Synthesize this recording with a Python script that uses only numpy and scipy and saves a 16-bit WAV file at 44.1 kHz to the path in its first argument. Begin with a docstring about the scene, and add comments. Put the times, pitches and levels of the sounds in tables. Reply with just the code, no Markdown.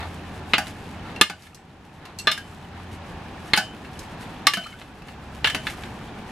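"""In a small kitchen, shrimp salad is tossed in a steel bowl on a plastic board. Low rush and hum are shaped
noise and two sine waves; the sauce squelches in tiny random snaps and pitched pops between the strokes.
Tongs tick; about once a second a spoon clanks into the wall and the bowl rocks back onto the board.
These metal sounds are ringing modes plus short noise bursts. Near walls and the room answer;
the recorder's gain control turns loud blows down and lets the level creep back."""
import sys
import numpy as np
from scipy import signal
from scipy.fft import rfft, irfft, next_fast_len
from scipy.io import wavfile
from scipy.ndimage import uniform_filter1d, map_coordinates

SR = 44100
rng = np.random.default_rng(int(sys.argv[2]) if len(sys.argv) > 2 else 0)


def file_out(sig):
    """Save sig as 16-bit WAV at sys.argv[1]."""
    # one column per channel
    cols = np.atleast_2d(sig).T
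    # limit, then scale
    lim = np.clip(cols, -1, 1)
    pcm = np.round(lim * 32767).astype(np.int16)
    wavfile.write(sys.argv[1], SR, pcm)


N = 278271  # length of the scene in samples
BLOW = np.arange(112 ** 2) / SR  # time axis of one blow, in seconds


def amp(db):
    """Turn decibels into gain."""
    return 10 ** (np.asarray(db) / 20)


def unit(x):
    """Scale to rms 1."""
    return x / np.sqrt(np.mean(x ** 2) + 1e-20)


def along(points, hz):
    """Read (pitch_hz, value) points as a curve over log frequency."""
    f, v = np.transpose(points)
    return np.interp(np.log(hz + 1), np.log(f + 1), v)


def curves(rows):
    """Give one value per sample for each column after the time."""
    s, *cols = np.transpose(rows)
    return [np.interp(np.arange(N) / SR, s, c) for c in cols]


def wobble(rate):
    """Draw a smooth random curve with `rate` random knots a second."""
    coarse = np.arange(0, N + 64, 64)
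    knots = rng.standard_normal(int(N * rate / SR) + 4)
    smooth = map_coordinates(knots, [coarse * rate / SR])
    return np.interp(np.arange(N), coarse, smooth)


def filtered(x, response):
    """Multiply the spectrum of x by a response to frequency."""
    m = next_fast_len(x.shape[-1] + SR // 20)
    spectrum = rfft(x, m) * response(np.fft.rfftfreq(m, 1 / SR))
    return irfft(spectrum, m)[..., :x.shape[-1]]


def coloured(pair, spectrum, alike):
    """Mix two unrelated signals into stereo of rms 1 with a given spectrum and left-right likeness."""
    def response(hz):
        turn = np.arccos(np.clip(along(alike, hz), -1, 1)) / 2
        return amp(along(spectrum, hz)) * [np.cos(turn), np.sin(turn)]

    mid, side = filtered(pair, response)
    return unit(np.array([mid + side, mid - side]))


def fade(t, t60):
    """Fall by 60 dB in t60 seconds."""
    return np.exp(-np.log(1000) * t / t60)


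def add(track, s, sound):
    """Mix a sound into a track at s seconds."""
    part = track[:, max(round(s * SR), 0):][:, :sound.shape[1]]
    part += sound[:, :part.shape[1]]


# colour of the rush: pitch_hz, level_db (per Hz, relative)
RUSH_COLOUR = [(12, -38), (20, -10.5), (82, -3), (111, -3), (211, -3.5), (511, -13.5), (674, -13.5),
               (753, -8.5), (1310, -18), (1780, -18), (2100, -23), (2480, -20.5), (5850, -35.5),
               (11100, -53), (15000, -58.5)]
# how alike left and right are in the rush: pitch_hz, likeness (1 = the same)
RUSH_LIKENESS = [(60, 1.0), (180, 0.99), (550, 0.85), (1650, 0.82), (4970, 0.057), (15000, 1)]
# the motor's hum: time_s, pitch_hz, level_db
HUM_PATH = [(0, 85.5, -40.5), (1.1, 85.55, -46.5), (2.2, 88.9, -48), (3, 87.85, -42.5), (4.1, 73.6, -67),
            (5.4, 69.76, -42), (6.3, 74, -67)]
RUSH_DB = -37.5


def background():
    """A steady dull rush, and a motor's hum of two sine waves that wavers and ends lower in pitch."""
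    hz, hum_db = curves(HUM_PATH)
    turn = 2 * np.pi * np.cumsum(hz + 1.19 * wobble(9)) / SR
    tones = np.sin(turn) + amp(-6.5) * np.sin(2 * turn)
    hum = amp(hum_db + 0.61 * wobble(11)) * np.sqrt(2) * tones
    rush = coloured(rng.standard_normal((2, N)), RUSH_COLOUR, RUSH_LIKENESS)
    return hum + amp(RUSH_DB) * rush


# how fast the room's answer dies: pitch_hz, fade_s (time to fall 60 dB)
ROOM_FADE = [(150, 0.084), (1000, 0.17), (3000, 0.17), (8000, 0.25), (14000, 0.11)]


def room(x):
    """The kitchen's short answer: a noise tail in which each frequency dies at its own speed."""
    colour = [(100, -0.25), (3000, -0.45), (12000, -0.9)]
    likeness = [(300, 0.99), (2000, 0.95), (6000, 0.3)]
    noise = coloured(rng.standard_normal((2, len(BLOW))), colour, likeness)
    hz, t, z = signal.stft(noise, SR, nperseg=256)
    tail = signal.istft(z * fade(t, along(ROOM_FADE, hz)[:, None]), SR)[1]
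    tail = tail / np.linalg.norm(tail[0])
    tail = np.pad(tail, ((0, 0), (round(0.0055 * SR), 0)))  # the answer starts 5.5 ms late
    return signal.fftconvolve(x, tail, axes=1)[:, :N]


# echoes off the counter and walls near by: delay_s, level_db (relative)
WALL_ECHOES = [(.0023, -1), (.0041, -13.5), (.0069, -14.5), (.0098, -14), (.0124, -21.5), (.0153, -4.5)]


def early(x):
    """First echoes off the counter and walls, reaching the left and the right side first in turn."""
    out = np.zeros((2, N + SR))
    for k, (delay, db) in enumerate(WALL_ECHOES):
        for side in range(2):
            lag = round(delay * SR) + (k + side) % 2  # one side is a sample later
            out[side, lag:lag + N] += amp(db) * x[side]
    return out[:, :N]


def snaps(rate, spread_db):
    """Two trains of tiny random impulses, `rate` a second; spread_db sets how unequal their sizes are."""
    happens = rng.random((2, N)) < rate / SR
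    sign = rng.choice([-1, 1], (2, N))
    size = amp(spread_db * np.minimum(rng.exponential(size=(2, N)), 4))
    return happens * sign * size


# each scoop lifts food off the wall and the sauce parts: start_s, level_db
SCOOP_TIMES = [(-.2, -59), (.54, -49.5), (1.3, -44), (2.27, -46.5), (3.54, -50), (4.5, -39.5), (5.55, -48)]
LIFT_S, SETTLE_DB_PER_S = 0.15, 71  # the crackle swells, then dies as the food settles
STIR_DB = -56.5  # the crackle that goes on between scoops


def scooping():
    """Loudness of the crackle: every scoop swells and settles over the steady stirring."""
    t = np.arange(N) / SR
    power = amp(STIR_DB) ** 2
    for s, db in SCOOP_TIMES:
        rise = np.clip((t - s) / LIFT_S, 0, 1)
        settling = SETTLE_DB_PER_S * np.maximum(t - s - LIFT_S, 0)
        power = power + (amp(db - settling) * rise) ** 2
    return np.sqrt(power)


# the spoon ploughs through the heap: middle_s, length_s, level_db
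PUSH_TIMES = [(0, 0.19, -36), (1.115, 0.26, -44.5), (2.07, 0.19, -40), (2.785, 0.16, -44),
              (3.22, 0.15, -50), (4.216, 0.32, -48), (5.784, 0.1, -55)]
SLIDE_DB = -56.5  # the spoon sliding lightly between pushes


def pushing():
    """Loudness of the drag: it swells and sinks as the spoon speeds up and slows down in every push."""
    t = np.arange(N) / SR
    power = amp(SLIDE_DB) ** 2
    for middle, length, db in PUSH_TIMES:
        swell = np.cos(np.pi * np.clip((t - middle) / length, -.5, .5))
        power = power + (amp(db) * swell) ** 2
    return np.sqrt(power)


POCKETS_PER_S, POCKET_HZ = 55, 2100
POCKET_OCTAVES = .9  # pitches spread this far above and below POCKET_HZ
POCKET_CYCLES = 36  # each pop falls 60 dB in this many cycles


def pockets():
    """Small air pockets open between the wet pieces, each a brief fading sine heard as a pitched smack."""
    count = round(POCKETS_PER_S * N / SR)
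    when, pitch, strength = rng.random((count, 3)).T[..., None]
    hz = POCKET_HZ * 2 ** (POCKET_OCTAVES * (2 * pitch - 1))
    t = BLOW[:SR // 20]
    shape = fade(t, POCKET_CYCLES / hz) * (1 - np.exp(-hz * t / 2))
    smacks = strength ** 2 * np.sin(2 * np.pi * hz * t) * shape
    at = (when * N).astype(int) + np.arange(len(t))
    return unit(np.bincount(at.ravel(), smacks.ravel(), N)[:N])


# colour of the parting sauce: pitch_hz, level_db (per Hz, relative)
SAUCE_COLOUR = [(400, -41.5), (1500, 8), (3000, 7.5), (5000, -0.5), (8000, -2.5), (11500, -4.5),
                (14000, -16.5), (16000, -31)]
# colour of the duller drag through the food: pitch_hz, level_db (per Hz, relative)
DRAG_COLOUR = [(300, -5.5), (800, 4.5), (1400, 1.5), (2200, -1.5), (2900, -11.5), (4000, -7.5), (8000, -46)]


def sauce():
    """Sauce films part in a fine crackle with single smacks; the spoon drags with a duller grain."""
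    fine = unit(snaps(rate=2500, spread_db=3.5))
    single = unit(snaps(rate=45, spread_db=3))
    crackle = coloured(fine + amp(-9) * single, SAUCE_COLOUR, [(1000, 0.43), (8000, 1.0)])
    wet = scooping() * (amp(3.7 * wobble(22.06)) * crackle + amp(-2) * pockets())
    grain = coloured(snaps(rate=900, spread_db=-0.5), DRAG_COLOUR, [(1000, 0.96), (4000, 0.12)])
    return wet + pushing() * amp(1.4 * wobble(25)) * grain


def burst(spectrum, t60, rise=0.000098):
    """Countless modes dying together, made of noise; the wave takes a moment to spread over the steel."""
    likeness = [(500, 0.99), (2000, 0.96), (4500, 0.26), (9000, 0.69)]
    noise = coloured(rng.standard_normal((2, len(BLOW))), spectrum, likeness)
    return noise * fade(BLOW, t60) * (1 - np.exp(-BLOW / rise))


# the steel's dense, quickly damped modes: pitch_hz, level_db (per Hz, relative)
CLANK_COLOUR = [(60, -25), (170, 0.5), (520, -7.5), (1000, -1), (1300, 0.5), (2000, 4.5), (2800, 0.5),
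                (3600, -2.5), (4400, -6), (5600, -21.5), (8000, -26), (12000, -51), (16000, -58)]


def clank(t60):
    """The steel's many dense modes sound together as a short clank."""
    return burst(CLANK_COLOUR, t60)


# the instant of contact: pitch_hz, level_db (per Hz, relative)
CRACK_COLOUR = [(300, -16), (2000, -1.5), (5000, 10), (8000, 3.5), (11500, 2.5), (14000, -9.5),
                (16000, -26)]


def crack(t60):
    """The instant of contact gives a bright crack."""
    return burst(CRACK_COLOUR, t60)


MODE_SCATTER_DB = 1  # random change in each mode's strength
DETUNE = .005  # food shifts every mode a little from blow to blow, as a share of its pitch


def ring(modes, free=1, split=0.008, twin_db=-12, rise=0.0012):
    """Struck modes beat with close twins for a share `free` of their ring time; sides differ in phase."""
    twins = np.array(modes) * [1 + split, 1, 1] + [0, twin_db, 0]
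    hz, db, t60 = np.vstack([modes, twins]).T
    hz = hz * (1 + DETUNE * rng.standard_normal(len(hz)))
    size = amp(db + MODE_SCATTER_DB * rng.standard_normal(len(hz)))
    # short waves reach the two ports more out of step
    apart = np.minimum(hz / 7000, .65) * rng.standard_normal((2, len(hz)))
    phase = rng.uniform(0, 2 * np.pi, len(hz)) + apart
    pole = 2j * np.pi * hz - np.log(1000) / (free * t60)
    # each mode's state at the start of a block runs on through that block
    blocks = BLOW.reshape(112, 112)
    starts = (size * np.exp(1j * phase))[:, None] * np.exp(np.outer(blocks[:, 0], pole))
    waves = (starts @ np.exp(np.outer(pole, blocks[0]))).imag.reshape(2, -1)
    return waves * (1 - np.exp(-BLOW / rise)) * np.sqrt(2) / np.linalg.norm(size)


SPOT_OCTAVES = 0.079  # width of a favoured band
BASS_HZ = 430  # below this the board takes the blow


def struck_at(blow, bands, bass_db=0):
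    """The struck spot favours or avoids some bands; bass_db raises or lowers the bass through the board."""
    def response(hz):
        lift = bass_db / (1 + (hz / BASS_HZ) ** 4)
        for spot_hz, lift_db in bands:
            octaves = np.log2((hz + 1) / spot_hz)
            lift = lift + lift_db * np.exp(-(octaves / SPOT_OCTAVES) ** 2)
        return amp(lift)

    return filtered(blow, response)


# ringing modes of the tongs: pitch_hz, level_db (relative), fade_s (time to fall 60 dB)
TONG_MODES = [(2730, -2, 0.097), (2815, -8, .11), (3620, -17, .08), (4170, 0, .08), (4266, -5, 0.08),
              (4470, -4, 0.057), (5960, -4, .07), (6350, -8, .06), (7700, -8.5, .07), (8000, 1, 0.12),
              (8040, -4.5, .08), (10450, -20, 0.083)]
# light touches of the tongs (the first row is the fading end of an earlier clink): # start_s, scrape_db,
# ring_db, crack_db, top_hz (soft touches are dull), favoured band (pitch_hz, lift_db)
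TONG_TOUCHES = [(.005, -32, -50, -45, 4000, (1700, 6.7)), (.028, -37, -51, -51, 4000, (3500, 10)),
                (.669, -32, -38, -37.5, 4000, (2800, 2)), (1.161, -35, -27, -45, 2960, (2750, 4.8)),
                (1.4217, -56, -60, -37, 9000, (3900, 2)), (1.469, -32.5, -50, -54, 3000, (1800, 6)),
                (1.546, -52, -37, -30.5, 9150, (6300, 3)), (2.0537, -29.5, -25, -38, 3000, (820, 3)),
                (2.187, -45, -25, -26, 12000, (4400, 4.9)), (2.197, -38, -23, -28, 7000, (2780, 2.7)),
                (3.848, -38.5, -32, -58, 3000, (2850, 5)), (3.9913, -48, -53, -34.5, 9000, (2900, 3.4)),
                (4.638, -34, -33, -42, 6000, (4030, 11)), (4.667, -29, -44, -37.5, 4000, (2050, 10)),
                (4.727, -36, -50, -56, 3000, (2150, 10)), (4.815, -29.5, -50, -56, 3000, (600, 9.4)),
                (5.02, -39.5, -48, -50, 3000, (2600, 5.5)), (5.084, -33, -28, -49, 2800, (3000, 6)),
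                (5.836, -32, -49, -49, 2980, (1800, 6.6)), (5.857, -40, -50, -51, 3000, (2100, 6))]


def tongs():
    """The thin arms graze the bowl and the spoon; food between them dulls the ring."""
    out = np.zeros((2, N))
    for s, scrape_db, ring_db, crack_db, top_hz, band in TONG_TOUCHES:
        arms = filtered(ring(TONG_MODES), lambda hz: 1 / (1 + (hz / top_hz) ** 4))
        touch = amp(ring_db) * arms
        touch += amp(scrape_db) * clank(t60=0.043)
        touch += amp(crack_db) * crack(t60=0.055)
        add(out, s, struck_at(touch, [band]))
    return out


# bowl struck from below, main mode first (each landing sets its pitch):
# pitch_hz, level_db (relative), fade_s (time to fall 60 dB)
FOOT_MODES = [(812, 4.5, 0.096), (141, -9, 0.14), (174, -3.5, 0.12), (223.6, -4, 0.14), (279, -7.5, 0.092),
              (642, -7.5, 0.22), (746, -2, 0.16), (1188, -14, 0.21), (1287, -8.5, 0.078),
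              (1492, 0.5, 0.098), (1560, 0.5, 0.084), (1654, -7, 0.11), (1731, -6.5, 0.19),
              (2840, -6.5, .22), (4650, 0, 0.052)]
# the bowl's foot landing on the board: start_s, clank_db, thud_db, crack_db,
# main_mode_hz, band the spot favours or avoids (pitch_hz, lift_db), bass_db
FOOT_LANDINGS = [(0.5811, -17.5, -14.5, -21, 820, (1630, 2.7), 1), (1.2981, -15, -16.5, -23, 814, (1500, 7),
                 5), (2.377, -28, -40, -31, 817, (1630, 16), -16),
                 (3.5746, -13.5, -11, -15, 819, (4800, 4.3), -2), (4.571, -19, -18, -27, 692, (1670, -12),
                 3), (5.547, -19, -24, -26, 634, (2800, 2.5), 4.5)]


def foot():
    """Tipped by the stroke, the bowl drops back on the board and its base rings."""
    out = np.zeros((2, N))
    for s, clank_db, thud_db, crack_db, base_hz, band, bass_db in FOOT_LANDINGS:
        # the main mode shifts with the food lying on the base
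        loaded = [(base_hz, *FOOT_MODES[0][1:])] + FOOT_MODES[1:]
        blow = amp(thud_db) * ring(loaded)
        blow += amp(clank_db) * clank(t60=0.067)
        blow += amp(crack_db) * crack(t60=0.059)
        add(out, s, struck_at(blow, [band], bass_db))
    return out


RIM_HZ, RIM_T60_S = 3046, 0.38  # the rolled rim, clear of the food, fades slowest


def rim(rise=.004):
    """One thin, steady note that builds up as the wave runs round the rim."""
    phase = rng.uniform(0, 2 * np.pi) + np.array([[0], [np.pi / 5]])
    note = np.sqrt(2) * np.sin(2 * np.pi * RIM_HZ * BLOW + phase)
    return note * fade(BLOW, RIM_T60_S) * (1 - np.exp(-BLOW / rise))


# ringing modes of the bowl's wall: pitch_hz, level_db (relative), fade_s (time to fall 60 dB, undamped)
BOWL_MODES = [(616, -10, .11), (892, -16, 0.13), (1692, -3.5, 0.14), (1802, -6.5, 0.1), (2153, 1.5, 0.13),
              (2277, -3, 0.1), (2456, -5.5, 0.18), (2570, -5, 0.084), (2760, -5, 0.24), (2825, 5, 0.19),
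              (2865, 4, 0.11), (3196, 1.5, 0.15), (3310, -12, 0.081), (3680, 6, 0.09), (3620, -15, 0.11),
              (4030, -4, 0.055), (4440, -12, 0.063), (4730, -5.5, 0.1), (5230, -6, 0.087),
              (6100, -25, 0.14), (6230, -20, 0.16), (7100, -12, .1), (10500, -27, .15)]
# ringing modes of the spoon, lowest first (each clink sets its pitch):
# pitch_hz, level_db (relative), fade_s (time to fall 60 dB, undamped)
SPOON_MODES = [(1210, 0.5, 0.083), (1739, 2.5, 0.058), (3505, -0.5, 0.09), (4005, -9, 0.041),
               (4113, 5, 0.065)]
# spoon on the bowl wall: start_s, clank_db, free (share of the free ring time: a pressed spoon damps),
# spoon_ring_db, bowl_ring_db, rim_note_db, crack_db, lowest_spoon_mode_hz,
# two bands the spot favours or avoids (pitch_hz, lift_db each), bass_db
SPOON_CLINKS = [(.535, -10.5, 0.98, -14, -14, -36, -32, 1215, (2550, 4.7), (1760, -10), 6.5),
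                (1.212, -2.5, 0.97, 1.5, -2, -28, -5, 1214, (2500, 2.1), (1800, 2.1), 3.5),
                (2.271, -9, 1.3, -5, -15, -44, -26, 1200, (5470, 13.5), (630, 11), -2),
                (2.3149, -19, 0.75, -14.5, -19.5, -33, -19.5, 1225, (3650, 9.8), (5100, 9.4), -2),
                (3.5346, -9, 0.72, -13, -13.5, -24.5, -26, 1225, (4260, 11), (1180, 4.1), 0),
                (3.563, -23, 0.9, -20, -25, -47, -25, 1170, (9300, 11), (990, 4), 0),
                (4.469, -6.5, 1.09, -5.5, -10.5, -40, -11, 1156, (5260, 8), (1170, 6.2), -10.5),
                (4.536, -12.5, 0.47, -12, -13, -22, -17, 1200, (1700, 9), (1230, -8), -0.5),
                (5.444, -10, 0.63, -17, -16, -46, -34, 1150, (2830, 6.8), (2150, -7), -4.5),
                (5.4564, -18.5, 0.56, -23.5, -25.5, -54, -32.5, 1150, (3100, 7.5), (2150, -1.6), -2.5),
                (5.4718, -19.5, .6, -19, -27, -30, -28.5, 1150, (1690, 8.1), (3200, 9.2), -11),
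                (5.4988, -20, 0.5, -35, -31, -54, -31, 1100, (1700, 11), (3200, 3), -2),
                (5.669, -19.5, 0.5, -32, -47, -63, -37.5, 1160, (1400, 2.4), (3550, 6.5), -7)]


def spoon(chatter_s=0.0043, chatter_db=-7, clank_t60=0.078):
    """The spoon hits the wall: a crack, a short clank, and damped ringing; the rim's note fades slowest."""
    out = np.zeros((2, N))
    for (s, clank_db, free, spoon_db, bowl_db, rim_db, crack_db,
         low_hz, band, other_band, bass_db) in SPOON_CLINKS:
        # the lowest mode shifts with where the spoon presses
        held = [(low_hz, *SPOON_MODES[0][1:])] + SPOON_MODES[1:]
        blow = amp(spoon_db) * ring(held, free)
        blow += amp(bowl_db) * ring(BOWL_MODES, free)
        blow += amp(clank_db) * clank(free * clank_t60)
        blow += amp(crack_db) * crack(t60=0.071)
        # the flexing wall swings back into the spoon
        add(blow, chatter_s, amp(clank_db + chatter_db) * clank(free * clank_t60))
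        add(out, s, struck_at(blow, [band, other_band], bass_db) + amp(rim_db) * rim())
    return out


def scene():
    """Bowl and utensils close by, in a small noisy kitchen."""
    near = sauce() + tongs() + foot() + spoon()
    return background() + near + amp(-13.5) * early(near) + amp(-9) * room(near)


def gain_control(x, limit_db, release_db, attack, ahead=0.00022):
    """The gain drops quickly as a loud blow arrives and creeps back by release_db a second."""
    power = np.abs(uniform_filter1d(np.mean(x ** 2, axis=0), size=400))
    over = np.maximum(10 * np.log10(power + 1e-12) - limit_db, 0)
    t = np.arange(N) / SR
    early_over = np.interp(t + ahead, t, over)  # looks `ahead` seconds forward
    cut = np.maximum.accumulate(early_over + release_db * t) - release_db * t
    keep = np.exp(-1 / (attack * SR))
    smooth_cut = signal.lfilter([1 - keep], [1, -keep], cut)
    return x * amp(-smooth_cut)


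TOP_HZ = 16000  # almost nothing passes above this


def record(dry):
    """Gain control, a rounded ceiling at full scale and the band limit."""
    x = gain_control(dry, limit_db=-13.0, release_db=8, attack=.007)
    x = x / (1 + x ** 6) ** (1 / 6)
    return filtered(x, lambda hz: 1 / (1 + (hz / TOP_HZ) ** 120))


dry = scene()
out = record(dry)
file_out(out)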